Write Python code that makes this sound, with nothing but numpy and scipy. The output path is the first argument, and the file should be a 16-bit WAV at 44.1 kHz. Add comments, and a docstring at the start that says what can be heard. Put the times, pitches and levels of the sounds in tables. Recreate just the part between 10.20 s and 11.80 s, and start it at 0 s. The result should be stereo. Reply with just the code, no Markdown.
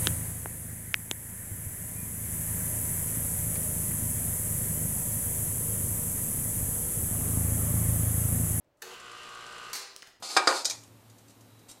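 """A plastic bowl scrapes over a gritty stone floor and knocks twice, nudged by a hand that holds a
half-peeled boiled egg. Friction on the grit makes the scrape; each impact sets the bowl's modes ringing.
Bits of eggshell then drop in with sharp clicks, and the shell crackles faintly as it fractures under
the fingers. All is heard from close by, in a small, reverberant, hard-walled room with a low hum."""
import sys
import numpy as np
from scipy import signal
from scipy.fft import rfft, irfft
from scipy.io import wavfile
from scipy.ndimage import uniform_filter1d, minimum_filter1d

SR = 44100
rng = np.random.default_rng(int(sys.argv[2]) if len(sys.argv) > 2 else 0)


def transcribe(u):
    """Save the signal u as a 16-bit wav file named by the first command-line argument.

    u: samples, shape (n,) or (channels, n), limited to [-1, 1]; the rate is SR.
    q: integer samples, one column per channel.
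    """
    v = np.clip(np.atleast_2d(u).T, -1, 1)
    q = np.round(v * 32767).astype(np.int16)
    wavfile.write(sys.argv[1], SR, q)


N = 70560

# Spectra of still air and low rumble. Each row: frequency in Hz, relative level in dB.
AIR_SPECTRUM = [(25, -55), (110, -41), (170, -16), (240, -11), (450, -15.5), (950, -19.5), (1900, -25.5),
                (3900, -27), (5600, -30), (7300, -28.5), (15000, -30.5)]
RUMBLE_SPECTRUM = [(25, -13), (55, -7), (90, 5), (170, 0), (260, -8), (600, -47)]
# Tones of the hum. Each row: frequency in Hz, level in dB before the envelope.
HUM_TONES = [(110, -64), (116, -71.5), (238, -76.5), (277, -72)]
# Envelopes of the hum with its rumble, and of the whine. Each row: time in seconds, gain in dB.
HUM_ENVELOPE = [(0, 1), (0.06, -16), (0.4, -21), (0.52, 1.5), (0.749, 4), (0.95, 1.5), (1.2, 3),
                (1.475, 2.5), (1.505, -6)]
WHINE_ENVELOPE = [(1.05, -84), (1.2, -77.5), (1.39, -68.5), (1.6, -70)]
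# Bands of the room's tail. Each row: frequency in Hz, 60 dB decay time in seconds, relative level in dB.
REVERB_BANDS = [(110, .3, -12), (300, 0.55, 2.5), (1090, 0.34, 4), (2500, 0.28, 1), (4960, 0.31, -7),
                (12300, 0.33, -5)]
# Balance of the near sounds. Each row: frequency in Hz, left minus right in dB.
BALANCE = [(200, 0), (1000, 0.5), (2500, 0.5), (3600, 3), (4800, 8.5), (6500, 8), (9000, 5.5), (14000, 1.5)]

# Crackles under the fingers. Each row: start in seconds, length in seconds, level in dB.
CRACKLE_BURSTS = [(0.634, 0.0053, -46), (0.675, 0.0054, -59), (0.897, 0.006, -53), (0.98, 0.01, -53),
                  (1.081, 0.0052, -53.5), (1.092, 0.023, -57.5), (1.207, 0.0091, -54),
                  (1.391, 0.0053, -56.5), (1.483, 0.025, -47), (1.512, .005, -42)]
# Impacts of shell flakes, plus one light tap on the bowl at 0.5088 s ringing near 2.4 kHz. Each row: start in
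# seconds, level in dB, ring frequency in Hz, relative ring level in dB.
FLAKE_IMPACTS = [(0.4472, -5.5, 6820, -11), (0.4528, 1, 5700, -17), (0.4544, 6.5, 5400, -27),
                 (0.4564, 0.5, 4900, -32), (0.4622, -29, 5640, -25), (0.4990, 1, 6100, -40),
                 (0.5011, -4.5, 6500, -39), (0.5088, -18, 2370, 2), (0.5098, -2.5, 5600, -40)]
# Spectra of a crackle and a click. Each row: frequency in Hz, relative level in dB.
CRACKLE_SPECTRUM = [(300, -3), (1500, -13.5), (3000, -6.5), (4200, -3.5), (6000, -1.5), (7500, 3.5),
                    (9500, -2), (11500, -8), (15000, -15)]
CLICK_SPECTRUM = [(200, -45), (600, -15), (1700, -18.5), (2400, -18), (2850, -21.5), (3500, -6),
                  (4300, -2.5), (6000, 0.5), (8000, -2.5), (10000, -12.5), (15000, -26.5)]

# Envelopes of the bowl's judder and slide. Each row: time in seconds, gain in dB.
JUDDER_ENVELOPE = [(0.021, -72), (0.024, -41), (0.038, -55.5), (0.054, -48), (0.085, -56), (0.12, -83)]
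SLIDE_ENVELOPE = [(0.021, -61), (0.025, -36), (0.057, -37), (0.085, -39.5), (0.105, -33.5), (0.138, -37),
                  (0.16, -34.5), (0.2, -52), (0.262, -45.5), (0.287, -29.5), (0.335, -36), (0.365, -29.5),
                  (0.403, -38), (0.42, -41), (0.445, -60)]
# Spectra of the scrape and of a knock's thud and edge. Each row: frequency in Hz, relative level in dB.
SCRAPE_SPECTRUM = [(100, -36.5), (350, -9), (600, -7.5), (820, -3), (1050, -9.5), (1300, -6), (1800, -18.5),
                   (2450, -6.5), (3000, -11), (4000, 0.5), (4700, 4.5), (5700, -4), (7500, 0),
                   (10000, -9.5), (15000, -29)]
THUD_SPECTRUM = [(60, -41.5), (180, -20.5), (330, -4), (600, -5.5), (900, 2), (1300, -0.5), (1900, -7.5),
                 (2900, -14), (6000, -30), (16000, -54)]
EDGE_SPECTRUM = [(500, -40), (2000, -2.5), (2900, -9.5), (3700, -1.5), (4300, -2.5), (4900, 5),
                 (5800, -11.5), (6900, -4), (8400, -6.5), (10500, -20), (15000, -42)]
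# Normal modes of the bowl. Each row: frequency in Hz, relative level in dB when struck on the wall,
# the same when struck on the foot, 60 dB decay time in seconds.
BOWL_MODES = [(534, -26, -5, .25), (654, -22, -23, 0.13), (760, -14, -34, 0.13), (913, -15, -29, 0.25),
              (947.5, -10, 0, 0.27), (1059, -7.5, -9, 0.32), (1110, -11, -0.5, .22), (1238, 8.5, 4, 0.28),
              (1433, -22, 0.5, 0.23), (1610, 9, -7, 0.075), (1900, -14, -18, 0.16), (2330, 10, -1, .07),
              (2356, 6, 5, 0.072), (2450, 7.5, -17, 0.069)]
# Impacts of the bowl, clustered into knocks. Each row: start in seconds, level in dB, edge offset in dB,
# ring offset in dB, place struck (0 is the wall, 1 or more the foot).
BOWL_IMPACTS = [(0.0249, -30, 1, 4, 0.58), (0.1661, -2.5, -2.5, 0, 2.5), (0.1688, -6.5, 3, -5.5, 0.11),
                (0.1712, -4, 4, -27, 0), (0.1725, -6.5, -16, 8.5, 0.02), (0.2732, 3.5, -3.5, 0, 0.98),
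                (0.2760, -28.5, 19.5, -8, 0.81), (0.282, -17, -11, -22, 0.79),
                (0.3123, -9.5, -7, -3.5, 0.43), (0.3255, -13.5, -10, -10, 0.73)]

TIME = np.arange(N) / SR


def undb(db):
    """Amplitude grows tenfold for every 20 dB."""
    return 10 ** (np.asarray(db) / 20)


def unit_energy(x):
    """Normalisation: the squared samples sum to one."""
    return x / np.sqrt(np.sum(x ** 2, axis=-1, keepdims=True))


def at_frequency(points, f):
    """Interpolation of (Hz, value) points on a logarithmic frequency axis."""
    hz, value = np.array(points).T
    return np.interp(np.log(f + 1), np.log(hz), value)


def envelope(points):
    """Amplitude envelope: straight lines in decibels between (seconds, dB) points."""
    return undb(np.interp(TIME, *np.array(points).T))


def convolve(x, response):
    """Convolution: each sample excites a copy of the impulse response."""
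    return signal.fftconvolve(np.atleast_2d(x), np.atleast_2d(response))[:, :N]


def colour(x, spectrum, size=2048):
    """Minimum-phase filtering: a causal response of unit energy imposes the spectrum on x."""
    cepstrum = irfft(np.log(undb(at_frequency(spectrum, np.fft.rfftfreq(size, 1 / SR)))))
    cepstrum[1:size // 2] *= 2
    cepstrum[size // 2 + 1:] = 0
    return convolve(x, unit_energy(irfft(np.exp(rfft(cepstrum)))))


def highpass(x, hz, order):
    """High-pass filtering: the bass falls by 6 dB per octave for each order."""
    return signal.sosfilt(signal.butter(order, hz, "high", fs=SR, output="sos"), x)


def decay(t60):
    """Exponential damping: a fall of 60 dB in t60 seconds."""
    return np.exp(-np.log(1000) * TIME / t60)


def mode(hz, t60, phase=0):
    """Free vibration of one mode: a damped sinusoid."""
    return np.sin(2 * np.pi * hz * TIME + phase) * decay(t60)


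def add(out, start, x):
    """Superposition: x joins the mix at start seconds."""
    i = int(start * SR)
    out[..., i:] += x[..., :N - i]


def wander(rate_hz):
    """Slow random modulation with a spread near one."""
    step = int(SR / rate_hz)
    return uniform_filter1d(np.repeat(rng.standard_normal(N // step + 1), step), step)[:N]


def diffuse_noise(corner_hz=1000):
    """A diffuse field: white noise whose two sides are partly coherent in the bass."""
    coherence = 0.52 / (1 + (np.fft.rfftfreq(N, 1 / SR) / corner_hz) ** 2)
    mid, side = rfft(rng.standard_normal((2, N)))
    spectrum = mid * np.sqrt(1 + coherence) + np.array([[1], [-1]]) * side * np.sqrt(1 - coherence)
    return irfft(spectrum, N) / np.sqrt(2)


def contact(rattle_db, t60):
    """Impact excitation: one impulse, then a decaying chatter of tiny ones."""
    return signal.unit_impulse(N) + undb(rattle_db) * unit_energy(diffuse_noise() * decay(t60))


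def shot_noise(per_second=12000, spread_db=2.5):
    """Shot noise of unit rms: dense, independent impulses of uneven size."""
    occurs = rng.random(N) < per_second / SR
    size = undb(spread_db * np.minimum(rng.exponential(size=N), 4))
    sign = rng.choice([-1, 1], N)
    return unit_energy(occurs * sign * size) * np.sqrt(N)


def background(waver_db=2, drift=0.0057):
    """Modulated tones make a wavering hum; filtered noise makes rumble, a faint whine and still air."""
    hum = 0
    for hz, db in HUM_TONES:
        amplitude = np.sqrt(2) * undb(db + waver_db * wander(7.1))
        phase = 2 * np.pi * np.cumsum(hz * (1 + drift * wander(6.5))) / SR
        hum += amplitude * np.sin(phase)
    rumble = undb(-68.5) * colour(diffuse_noise(), RUMBLE_SPECTRUM)
    whine = convolve(diffuse_noise(), unit_energy(mode(hz=3935, t60=.025)))
    air = undb(-57) * colour(diffuse_noise(), AIR_SPECTRUM)
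    return (hum + rumble) * envelope(HUM_ENVELOPE) + whine * envelope(WHINE_ENVELOPE) + air


def room(x, wet_db, early_onset_s=.002, tail_onset_s=.017):
    """Reverberation: direct sound, early reflections and a tail that lasts longest in the low middle."""
    f = np.fft.rfftfreq(N, 1 / SR)
    centres = [hz for hz, _, _ in REVERB_BANDS]
    noise, tail = rfft(diffuse_noise()), 0
    for weights, (_, t60, db) in zip(np.eye(len(centres)), REVERB_BANDS):
        share = at_frequency(list(zip(centres, weights)), f)  # neighbouring bands crossfade
        shape = unit_energy(decay(t60) * np.minimum(TIME / tail_onset_s, 1))
        tail += undb(db) * irfft(noise * share, N) * shape
    early = unit_energy(diffuse_noise() * decay(t60=.073) * np.minimum(TIME / early_onset_s, 1))
    echoes = highpass(undb(-4.5) * tail + undb(-4) * early, hz=278, order=4)
    return x + undb(wet_db) * signal.fftconvolve(x, echoes, axes=1)[:, :N]


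def stereo_image(x, left_lag_s=.00007):
    """Level and time differences: the left side has more treble and arrives slightly later."""
    f = np.fft.rfftfreq(2 * N, 1 / SR)
    tilt = undb(np.array([[1], [-1]]) * at_frequency(BALANCE, f) / 2)
    lag = np.exp(-2j * np.pi * f * np.array([[left_lag_s], [0]]))
    return irfft(rfft(x, 2 * N) * tilt * lag)[:, :N]


def shell_crackles():
    """Brittle fracture: the shell gives way in short runs of tiny cracks as the grip shifts."""
    grip = 0
    for start, length, db in CRACKLE_BURSTS:
        progress = np.clip((TIME - start) / length, 0, 1)
        grip += undb(db) * np.sqrt(np.abs(np.sin(np.pi * progress)))
    return colour(shot_noise() * grip, CRACKLE_SPECTRUM)


def shell_clicks(gain_db=-5.5, ring_cycles=30):
    """Impact of light bodies: falling flakes of shell tick, chatter and ring for an instant; one light tap on
    the bowl rings lower."""
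    out = np.zeros((2, N))
    for start, db, hz, ring_db in FLAKE_IMPACTS:
        tick = contact(rattle_db=-4, t60=.025)
        ring = undb(ring_db) * mode(hz, t60=ring_cycles / hz)
        add(out, start, undb(db + gain_db) * (tick + ring))
    return colour(out, CLICK_SPECTRUM)


def bowl_scrape():
    """Stick-slip friction: the bowl's foot judders into motion and catches on grit as it slides."""
    moving = (TIME > SLIDE_ENVELOPE[0][0]) & (TIME < SLIDE_ENVELOPE[-1][0])
    resonance = unit_energy(mode(hz=787, t60=.045))
    judder = convolve(shot_noise() * moving * envelope(JUDDER_ENVELOPE), resonance)
    slide = colour(shot_noise() * moving * envelope(SLIDE_ENVELOPE), SCRAPE_SPECTRUM)
    return judder + slide


def bowl_ring(gain_db=-31, phase_spread_rad=0.98):
    """Modal vibration: the place struck weights each mode, which reaches the two sides out of step."""
    out = np.zeros((2, N))
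    modes = [mode(hz, t60, phase_spread_rad * rng.standard_normal((2, 1)))
             for hz, _, _, t60 in BOWL_MODES]
    for start, db, _, ring_db, place in BOWL_IMPACTS:
        weights = [undb(np.interp(place, [0, 1], [wall, foot])) for _, wall, foot, _ in BOWL_MODES]
        ring = sum(weight * vibration for weight, vibration in zip(weights, modes))
        add(out, start, undb(gain_db + db + ring_db) * ring)
    return out


def bowl_knocks():
    """Impact transients: plastic on stone radiates a dull thud with a hard edge."""
    out = np.zeros((2, N))
    for start, db, edge_db, _, _ in BOWL_IMPACTS:
        thud = undb(5.5) * colour(contact(rattle_db=-5.5, t60=.009), THUD_SPECTRUM)
        edge = undb(1 + edge_db) * colour(contact(rattle_db=5.5, t60=.018), EDGE_SPECTRUM)
        add(out, start, undb(db) * (thud + edge))
    return out


def scene():
    """Superposition of bowl and shell, each with its reverberation, over the background."""
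    bowl = room(bowl_knocks() + bowl_scrape(), wet_db=0) + room(bowl_ring(), wet_db=-6)
    bowl = highpass(bowl, hz=126, order=1)  # the bowl's sounds carry little deep bass
    shell = room(shell_clicks() + shell_crackles(), wet_db=2.5)
    return stereo_image(bowl + shell) + background()


def record(dry):
    """Peak and band limiting: a fast gain dip holds down the loudest peaks; the top treble is cut."""
    ceiling, window_s, top_hz = .8, .001, 14700
    window = int(window_s * SR)
    allowed_gain = ceiling / np.maximum(np.abs(dry).max(axis=0), ceiling)
    gain = uniform_filter1d(minimum_filter1d(allowed_gain, 2 * window + 1), window)
    return signal.sosfilt(signal.ellip(8, .2, 70, top_hz, fs=SR, output="sos"), dry * gain)


dry = scene()
out = record(dry)
transcribe(out)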